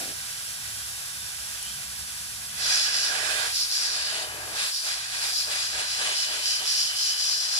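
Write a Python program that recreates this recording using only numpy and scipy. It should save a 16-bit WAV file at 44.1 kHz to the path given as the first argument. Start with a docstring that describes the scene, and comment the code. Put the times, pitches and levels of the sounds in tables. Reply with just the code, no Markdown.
"""An even, bright hiss: steam jets from the vent pipe of a pressure cooker, close by in a small kitchen.
A hand leaves the jet at the start with a low puff; drops of condensate tick at the pipe's lip.
From about 2.6 s the valve weight, held in tongs, sways in the steam. Grazing its rim, the jet hisses
sharply; striking it squarely, it rushes and roars, and the cavities under and inside the weight ring.
Thin whistles come and go at the edges, and the gas flame rumbles underneath."""
import sys
import numpy as np
from scipy import signal
from scipy.fft import rfft, irfft, next_fast_len
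from scipy.io import wavfile
from scipy.ndimage import map_coordinates

SR = 44100
rng = np.random.default_rng(int(sys.argv[2]) if len(sys.argv) > 2 else 0)


def unload_audio(sound):
    """Save the sound as a 16-bit wav file, at the path given as the first command line argument."""
    columns = np.transpose(np.atleast_2d(sound))
    # keep every value between -1 and 1, then stretch to whole-number steps
    steps = np.round(np.clip(columns, -1, 1) * 32767)
    wavfile.write(sys.argv[1], SR, steps.astype(np.int16))


N = 334865


# Free jet: time_s, level_db
JET_LEVEL = [(0, -30.5), (0.11, -33), (0.16, -34), (2.5, -35), (2.68, -35.5), (2.95, -40), (3.15, -36),
             (3.55, -32.5), (3.75, -34), (3.92, -41), (4.5, -36.5), (4.68, -33.5), (4.88, -34), (5.02, -41),
             (5.27, -33), (5.8, -39), (6.6, -36), (7.25, -36), (7.59, -41.5)]
# Its spectrum: freq_hz, density_db
JET_COLOUR = [(60, -57), (300, -20), (780, -12), (1350, -8), (1600, -0.5), (2100, -5.5), (3000, -3),
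              (4100, -2.5), (5600, 2), (6300, -3), (7700, 1.5), (8300, -1.5), (9500, 0.5), (10700, 0),
              (12000, -6.5), (15000, -12)]
# Its left-right balance: freq_hz, lean_db
JET_LEAN = [(800, -2), (1050, 1.5), (1600, -7), (2100, 2.5), (3400, -2.5), (4200, -2), (5800, -1.5),
            (9400, -2), (11000, 4.5), (14000, -0.5)]
def jet():
    """The turbulent free jet gives an even, bright hiss."""
    level_db, = curves(JET_LEVEL)
    hiss = turbulence(JET_COLOUR, flutter_db=0.5, eddy_db=0)
    hiss = unit(filtered(hiss, lambda hz: placed(1, along(JET_LEAN, hz))))
    return placed(amp(level_db) * hiss, lean_db=2.6 * during(CATCH, fade_s=0.039))


# Steam caught by the weight: time_s, level_db, aim_db (left positive)
CATCH = [(2.53, -55, -15), (2.61, -30.5, -2), (2.95, -34.5, -2), (3.42, -35, -2), (3.85, -34.5, 0),
         (4.2, -36.5, 0.5), (4.62, -32, 0), (5.05, -34, -1), (5.7, -34.5, 0), (6.3, -33.5, 0.5),
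         (6.9, -37.5, -0.5), (7.35, -38, 2.5), (7.59, -32.5, 1.5)]
# Weight swings clear: start_s, end_s, loss_db
SLIPS = [(3.533, 3.727, 7.5), (4.244, 4.548, 13), (4.718, 4.819, 27), (4.958, 5.124, 3), (5.323, 5.47, 7)]
def caught_steam():
    """Level and aim of the steam meeting the weight; the level drops as the weight swings clear."""
    level_db, aim_db = curves(CATCH)
    loss_db = sum(db * gate(start, end, attack_s=0.02, release_s=0.024) for start, end, db in SLIPS)
    return level_db - loss_db, aim_db


# Square hits on weight or tongs: start_s, end_s, roar_db, hollow_db
STRIKES = [(2.66, 2.813, -51, -37.5), (2.844, 3.1, -47, -39.5), (3.098, 3.492, -39, -36.5),
           (3.822, 4.135, -47, -45), (4.124, 4.583, -41, -49), (4.598, 4.68, -46.5, -59),
           (4.835, 4.895, -45.5, -61.5), (5.194, 5.342, -48, -54.5), (5.463, 5.57, -43.5, -60),
           (5.727, 5.87, -42, -43), (5.985, 6.124, -39.5, -50), (6.275, 6.404, -43, -52),
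           (6.596, 6.647, -41.5, -52)]
def strike_gains():
    """Each square hit drives the roar and the hollow ring."""
    return sum(np.outer(amp([roar_db, hollow_db]), gate(start, end, attack_s=0.016, release_s=0.02))
               for start, end, roar_db, hollow_db in STRIKES)


# Jet grazes the rim: start_s, end_s, hiss_db
GRAZES = [(2.614, 2.697, -26), (2.7, 2.891, -24.5), (2.924, 3.099, -26), (3.537, 3.649, -25),
          (3.705, 3.882, -26), (3.887, 4.12, -33), (4.726, 4.803, -28), (4.838, 4.914, -32),
          (5.19, 5.295, -33.5), (5.338, 5.431, -25.5), (5.581, 5.718, -33), (5.881, 5.977, -34),
          (6.16, 6.249, -27), (6.442, 6.575, -25), (6.661, 6.884, -25.5), (6.966, 7.135, -25),
          (7.181, 7.478, -26.5), (7.507, 7.623, -26)]
FULL_GRAZE_DB = -26.5
def graze_gain():
    """Each graze drives the rim hiss."""
    return sum(amp(db) * gate(start, end, attack_s=0.0267, release_s=0.03965)
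               for start, end, db in GRAZES)


# Big-eddy spectrum: freq_hz, density_db
ROAR_COLOUR = [(60, -11), (160, -11), (260, -6), (480, 4.5), (900, 3.5), (1600, 1), (2400, 1), (4000, -24),
               (9000, -11.5)]
# Small-eddy spectrum: freq_hz, density_db
RUSH_COLOUR = [(60, -50), (250, -35), (600, -8), (1200, -0.5), (1700, 1.5), (4500, 1), (6000, 1), (7600, 3),
               (8700, 1), (9600, -0.5), (11000, -14), (14000, -25)]
FULL_STRIKE_DB, STRIKE_RUSH_DB, GRAZE_DUCK_DB, IDLE_ROAR_DB = -28.5, 14, 1, -20
def deflected_steam(caught_db, aim_db, strike, graze):
    """The jet breaks up on the weight: big eddies roar, small ones rush."""
    squareness = strike / amp(FULL_STRIKE_DB)
    thrown_db = aim_db - 3 * squareness  # strikes throw the steam to the right
    roar_gain = np.hypot(strike, amp(caught_db + IDLE_ROAR_DB))
    roar = roar_gain * turbulence(ROAR_COLOUR, flutter_db=-0.1, eddy_db=-0.5)
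    rush_db = caught_db + 1.16 + STRIKE_RUSH_DB * squareness - GRAZE_DUCK_DB * graze / amp(FULL_GRAZE_DB)
    rush = amp(rush_db) * turbulence(RUSH_COLOUR, flutter_db=1.66, eddy_db=1.2)
    return placed(roar, lean_db=2.9 * thrown_db + 6.5) + placed(rush, lean_db=1.5 * thrown_db + 0.5)


# Rim hiss spectrum: freq_hz, density_db
RIM_COLOUR = [(60, -62), (300, -55), (800, -34), (2000, -21), (3500, -14.5), (4100, -8), (4700, 0),
              (5250, 0.5), (5750, -2), (6200, -6), (7200, -8), (8500, -17), (10500, -14), (14000, -31)]
IDLE_RIM_DB, RIM_PITCH_SPAN = -2, 0.015
def rim_hiss(caught_db, aim_db, graze):
    """The jet hisses sharply on the rim; the band follows the sway and rises with a harder graze."""
    gain = np.hypot(graze, amp(caught_db + IDLE_RIM_DB))
    hardness = np.minimum(graze / amp(FULL_GRAZE_DB), 1)
    pitch_ratio = gap_tuning() + RIM_PITCH_SPAN * (hardness - 0.5)
    hiss = shifted(turbulence(RIM_COLOUR, flutter_db=0.55, eddy_db=1.4), pitch_ratio)
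    return placed(gain * hiss, lean_db=0.66 * aim_db - 1.4)


# Gap detuning by the swaying weight: time_s, shift_percent
SWAY = [(2.6, 0.42), (2.9, 1.32), (3.15, 0.07), (3.35, -3), (3.55, -0.86), (3.75, 0.96), (4.05, -3),
        (4.6, -2), (5.3, -0.5), (6.0, -0.56), (6.6, 0.97), (7.59, 2.5)]
def gap_tuning():
    """Pitch ratio of the gap as the weight sways."""
    shift_percent, = curves(SWAY)
    return 1 + shift_percent / 100


# Gap resonances: centre_hz, width_hz, gain_db
GAP_MODES = [(3380, 83, 5.5), (3540, 86, -3.5), (3900, 120, 3), (4610, 64, 4.5), (4870, 40, 6),
             (5200, 43, 2), (5540, 32, 4.5), (5690, 60, 4.5), (6940, 58, 3), (10360, 140, 1.5)]
def gap_resonance(x):
    """The gap between pipe and weight rings; its resonances glide with the sway."""
    hz, frame_s, spectra = signal.stft(x, SR, nperseg=2048)
    resting_hz = hz[:, None] / np.interp(frame_s * SR, np.arange(N), gap_tuning())
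    gain = amp(sum(db * bell(resting_hz, centre, width) for centre, width, db in GAP_MODES))
    return signal.istft(spectra * gain, SR, nperseg=2048)[1][:, :N]


# Cavity inside the weight: time_s, level_db, pitch_hz
SINGING = [(2.6, -54, 2940), (2.9, -42, 2940), (3.35, -44, 2950), (3.6, -73, 2950), (4.15, -40, 2930),
           (4.4, -55.5, 3060), (4.65, -55, 2990), (5.5, -58, 2964), (6.05, -40, 3010), (7.1, -38.5, 3034),
           (7.59, -50, 3065)]
HOLLOW_HZ, SINGING_HZ, IDLE_HOLLOW_DB = 1617, 3067, -14.5
def cavities(caught_db, hollow_strike):
    """Steam blows across two cavities: the one under the weight rings hollow, the one inside sings."""
    hollow_gain = np.hypot(hollow_strike, amp(caught_db + IDLE_HOLLOW_DB))
    hollow = hollow_gain * resonant_noise(HOLLOW_HZ, width_hz=160)
    level_db, pitch_hz = curves(SINGING)
    song = shifted(resonant_noise(SINGING_HZ, width_hz=140), pitch_hz / SINGING_HZ)
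    song *= amp(level_db) * during(SINGING, fade_s=0.03)
    return placed(hollow, lean_db=-4) + placed(song, lean_db=-0.5)


# Edge tones: start_s, end_s, first_hz, last_hz, width_hz, level_db, lean_db
WHISTLES = [(.47, .61, 3220, 3350, 180, -54, -7), (.726, .86, 3340, 3250, 197, -51, -7),
            (.9, 1.01, 3680, 3760, 240, -50.5, -9), (1.12, 1.322, 3650, 3520, 241, -51, -8),
            (1.596, 1.763, 3140, 3150, 400, -45.5, -4), (3.12, 3.47, 5220, 5230, 127, -45, -12),
            (3.72, 4.117, 4820, 4780, 149, -50, -7), (4.603, 4.677, 3880, 4160, 1099, -33.5, 0),
            (4.74, 4.922, 4800, 4860, 173, -40, 1), (5.17, 5.696, 4840, 4800, 182.2, -39.5, 1),
            (5.74, 6.452, 4034, 4140, 190.3, -46.5, -5), (5.88, 5.979, 4960, 4810, 157.7, -41, -1),
            (6.7, 7.588, 5034, 4957, 160.2, -38, 5.5), (6.687, 6.869, 5730, 5650, 221, -34, 0),
            (7.2, 7.591, 5635, 5670, 198, -40, -6)]
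def edge_whistles():
    """Vortices shed at an edge: narrow noise bands that glide and flutter; wider ones waver more."""
    out = np.zeros((2, N))
    waver, flutter_db = 0.2 * wobble(22), 1.8 * wobble(28)
    for start, end, first_hz, last_hz, width_hz, level_db, lean_db in WHISTLES:
        n = np.arange(int((start - 0.1) * SR), min(N, int((end + 0.1) * SR)))
        pitch_hz = np.interp(n / SR, [start, end], [first_hz, last_hz]) + width_hz * waver[n]
        phase = 2 * np.pi * np.cumsum(pitch_hz) / SR
        # random quadrature amplitudes spread the tone into a band
        position = (n - n[0]) * width_hz / SR
        i, q = (map_coordinates(knots, [position]) for knots in rng.standard_normal((2, 1024)))
        tone = unit(amp(flutter_db[n]) * (i * np.cos(phase) + q * np.sin(phase)))
        envelope = amp(level_db) * gate(start, end, attack_s=0.035, release_s=0.035)[n]
        out[:, n] += placed(envelope * tone, lean_db)
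    return out


# Condensate drops: start_s, peak_db, pitch_hz
SPITS = [(1.6274, -22, 9300), (2.7584, -14, 5500), (2.8664, -25, 5500), (3.0214, -26, 5500),
         (3.0494, -21, 5500), (3.7145, -18, 5570), (6.0077, -28, 6000), (6.249, -20.5, 6040),
         (7.3721, -41, 5984)]
SPIT_T60_S, SPIT_WIDTH_HZ = 0.0082, 1800
def spits():
    """Each drop bursts at the pipe's lip in a short, bright tick."""
    t = np.arange(SR // 50) / SR
    hz = np.fft.rfftfreq(len(t), 1 / SR)
    ticks = np.zeros(N + SR)
    for start_s, peak_db, pitch_hz in SPITS:
        spectrum = rfft(rng.standard_normal(len(t))) * bell(hz, pitch_hz, SPIT_WIDTH_HZ)
        tick = irfft(spectrum, len(t)) * amp(-60 * t / SPIT_T60_S)
        ticks[round(start_s * SR):][:len(t)] += amp(peak_db) * tick / np.abs(tick).max()
    return ticks[:N]


# Spectrum of steam on the hand: freq_hz, density_db
HAND_COLOUR = [(60, -24), (180, 2), (350, 0), (620, 0.5), (780, 5), (1000, -29), (1700, -3), (4000, -9),
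               (9000, -25)]
HAND_DB, HAND_LEAVES_S, HAND_FADE_S = -42, 0.13, 0.02
def hand():
    """The cupped hand gives a low, hollow puff until it leaves the jet."""
    in_jet = (1 - np.tanh((np.arange(N) / SR - HAND_LEAVES_S) / HAND_FADE_S)) / 2
    return amp(HAND_DB) * in_jet * turbulence(HAND_COLOUR, flutter_db=-0.3, eddy_db=1.5)


# Gas flame: time_s, level_db (before trim)
FLAME_LEVEL = [(0, -53), (0.3, -53), (1.5, -54), (1.75, -50.5), (2.45, -52), (2.62, -49), (2.76, -58),
               (3.3, -54), (3.88, -64), (4.05, -56.5), (4.48, -51), (4.75, -64), (5.0, -55.5), (5.4, -59),
               (5.7, -54), (6.2, -61), (6.75, -60.5), (7.59, -63.5)]
# Its spectrum: freq_hz, density_db
FLAME_COLOUR = [(15, -54), (25, -24), (35, -19), (48, -11.5), (96, -5), (144, 1.5), (168, -8), (199, -3.5),
                (260, -14), (400, -38), (520, -56), (880, -120)]
# Low room modes: centre_hz, width_hz, gain_db
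ROOM_MODES = [(63.8, 14.4, 15.5), (90, 7.4, 6.5), (105, 4, 12.5)]
FLAME_TRIM_DB, FLAME_FLICKER_DB = -1.96, 1.0
def burner():
    """The flickering gas flame rumbles in the low modes of the room."""
    level_db, = curves(FLAME_LEVEL)
    gain = amp(level_db + FLAME_TRIM_DB + FLAME_FLICKER_DB * wobble(7.7))
    modes_db = lambda hz: sum(db * bell(hz, centre, width) for centre, width, db in ROOM_MODES)
    rumble = diffuse(lambda hz: along(FLAME_COLOUR, hz) + modes_db(hz))
    return placed(gain * rumble, lean_db=-5.5)


ECHO_RANGE_MS, ECHO_MS_PER_PERCENT, ECHO_CORNER_HZ = (3, 30), 0.023, 1800
def echo_comb(x, echo_db, count=10):
    """Echoes off lid, pot and wall comb the treble, differently per side; the comb slides with sway."""
    n = np.arange(N)
    sway_percent, = curves(SWAY)
    echoes = np.zeros((2, N))
    for side in (0, 1):
        for place, slope, sign in rng.uniform(-1, 1, size=(count, 3)):
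            delay_ms = np.interp(place, [-1, 1], ECHO_RANGE_MS)
            delay_ms += ECHO_MS_PER_PERCENT * slope * sway_percent
            echoes[side] += np.sign(sign) * np.interp(n - delay_ms * SR / 1000, n, x[side])
    echo_share = lambda hz: hz ** 2 / (hz ** 2 + ECHO_CORNER_HZ ** 2) / (1 + amp(-echo_db) ** 2)
    direct = filtered(x, lambda hz: np.sqrt(1 - echo_share(hz)))
    return direct + filtered(echoes, lambda hz: np.sqrt(echo_share(hz) / count))


# Peaks and notches between lid, pipe and wall: centre_hz, width_hz, left_db, right_db
STANDING_WAVES = [(413, 91, -1, 0), (536, 36, -5, -8), (553, 110, 1.5, 0.5), (617, 29, 3.5, 4.5),
                  (756, 34, -0.5, 9), (1410, 69, -15, 4.5), (1450, 22, 6, -3.7), (1630, 107, -4.5, 4.5),
                  (1950, 92, 0.5, 7), (2320, 79, -15, -2.5), (2456, 180, 4, 6), (2950, 50, 0.5, 4),
                  (2894, 65, -0.5, -4.5), (3230, 830, 1, 2), (3250, 57, -8, 0.5), (3550, 130, 2.5, 4.5),
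                  (4076, 126, 6.8, -6), (4370, 210, 4, 3), (4740, 200, 2.5, -1), (5800, 310, -3, -2),
                  (6290, 320, -2, -6), (7440, 240, -0.5, -3), (8220, 530, -4.5, -5.5),
                  (9450, 190, -4.5, 3.5), (11500, 440, 3.5, -1), (12300, 910, -2, -2),
                  (14178, 1563, -15, -6)]
def standing_waves(x):
    """Each microphone sits at a different point in the standing waves."""
    return filtered(x, lambda hz: amp(sum(np.outer([left_db, right_db], bell(hz, centre, width))
                                          for centre, width, left_db, right_db in STANDING_WAVES)))


# Left-right likeness in the kitchen: freq_hz, coherence
KITCHEN_COHERENCE = [(100, 0.94), (500, 0.61), (1500, 0.91), (4500, 0.54), (9000, 0.18), (15000, 0.19)]
def diffuse(colour_db):
    """Coloured stereo noise of rms 1: direct sound common to both sides, echoes unlike."""
    angle = lambda hz: np.arccos(np.clip(along(KITCHEN_COHERENCE, hz), 0, 1)) / 2
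    response = lambda hz: amp(colour_db(hz)) * [np.cos(angle(hz)), np.sin(angle(hz))]
    mid, side = filtered(rng.standard_normal((2, N)), response)
    return unit(np.array([mid + side, mid - side]))


def turbulence(colour, flutter_db, eddy_db):
    """Flow noise of rms 1: the stream flutters, and single eddies burst within milliseconds."""
    noise = diffuse(lambda hz: along(colour, hz))
    return unit(noise * amp(flutter_db * wobble(25) + eddy_db * wobble(700)))


def resonant_noise(centre_hz, width_hz):
    """Stereo noise with one resonant peak."""
    return diffuse(lambda hz: -20 * np.log10(1 + ((hz - centre_hz) / width_hz) ** 2))


def spaced(x, lead_ms, bend):
    """The nearer, left microphone hears the steam first; reflections bend the phase."""
    half_phase = lambda hz: np.pi * hz * lead_ms / 1000 + along(bend, hz) / 2
    return filtered(x, lambda hz: np.exp(np.outer([1j, -1j], half_phase(hz))))


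def placed(x, lean_db):
    """Stereo, with left above right by lean_db."""
    return x * amp(np.outer([1, -1], lean_db) / 2)


def shifted(x, ratio):
    """Stereo noise resampled by a changing pitch ratio, rms 1."""
    return unit(np.array([map_coordinates(side, [np.cumsum(ratio)], mode="mirror") for side in x]))


def filtered(x, response):
    """x through a frequency response."""
    size = next_fast_len(N + SR // 2)
    return irfft(rfft(x, size) * response(np.fft.rfftfreq(size, 1 / SR)), size)[..., :N]


def bell(hz, centre_hz, width_hz):
    """Gaussian peak of height 1."""
    return np.exp(-((hz - centre_hz) / width_hz) ** 2)


def along(points, hz):
    """A freq_hz, value table read on a log axis."""
    freq_hz, values = np.transpose(points)
    return np.interp(np.log(hz + 1), np.log(freq_hz + 1), values)


def curves(rows):
    """One value per sample for each column after time_s."""
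    time_s, *columns = np.transpose(rows)
    return [np.interp(np.arange(N) / SR, time_s, column) for column in columns]


def during(rows, fade_s):
    """1 while a table lasts, fading to 0 outside it."""
    start, end = rows[0][0], rows[-1][0]
    return np.interp(np.arange(N) / SR, [start - fade_s, start, end, end + fade_s], [0, 1, 1, 0])


def gate(start_s, end_s, attack_s, release_s):
    """A window with soft edges."""
    t = np.arange(N) / SR
    return (1 + np.tanh((t - start_s) / attack_s)) * (1 - np.tanh((t - end_s) / release_s)) / 4


def wobble(rate_hz):
    """A smooth random curve, rate_hz knots a second."""
    knots = rng.standard_normal(int(N * rate_hz / SR) + 4)
    return map_coordinates(knots, [np.arange(N) * rate_hz / SR])


def amp(db):
    """Decibels to gain."""
    return 10 ** (np.asarray(db) / 20)


def unit(x):
    """Scaled to rms 1."""
    return x / np.sqrt(np.mean(x ** 2) + 1e-20)


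# Phase bend by reflections, free jet: freq_hz, left_lead_rad
JET_BEND = [(100, 1), (1500, -1.47), (2200, -0.28), (3800, -0.96), (6000, 0.59)]
# Phase bend by reflections, at the weight: freq_hz, left_lead_rad
WEIGHT_BEND = [(100, -2.1), (1000, -0.23), (1300, -0.9), (1700, -1.34), (2400, -0.58), (2900, -0.92),
               (3700, -2.04), (4200, 0.2), (5000, 1), (5400, 0.2), (7200, 3), (11000, -0.2)]
def scene():
    """The free jet, the steam at the weight, the whistles and the flame."""
    free = spaced(jet() + hand() + spits(), lead_ms=0.3, bend=JET_BEND)
    caught_db, aim_db = caught_steam()
    strike, hollow_strike = strike_gains()
    graze = graze_gain()
    steam = deflected_steam(caught_db, aim_db, strike, graze) + rim_hiss(caught_db, aim_db, graze)
    steam = echo_comb(gap_resonance(steam), echo_db=-4.5)
    at_weight = standing_waves(steam + cavities(caught_db, hollow_strike))
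    return free + spaced(at_weight, lead_ms=0.3125, bend=WEIGHT_BEND) + edge_whistles() + burner()


TOP_HZ = 15150
def record(dry):
    """Brick-wall low-pass."""
    return filtered(dry, lambda hz: hz < TOP_HZ)


dry = scene()
out = record(dry)
unload_audio(out)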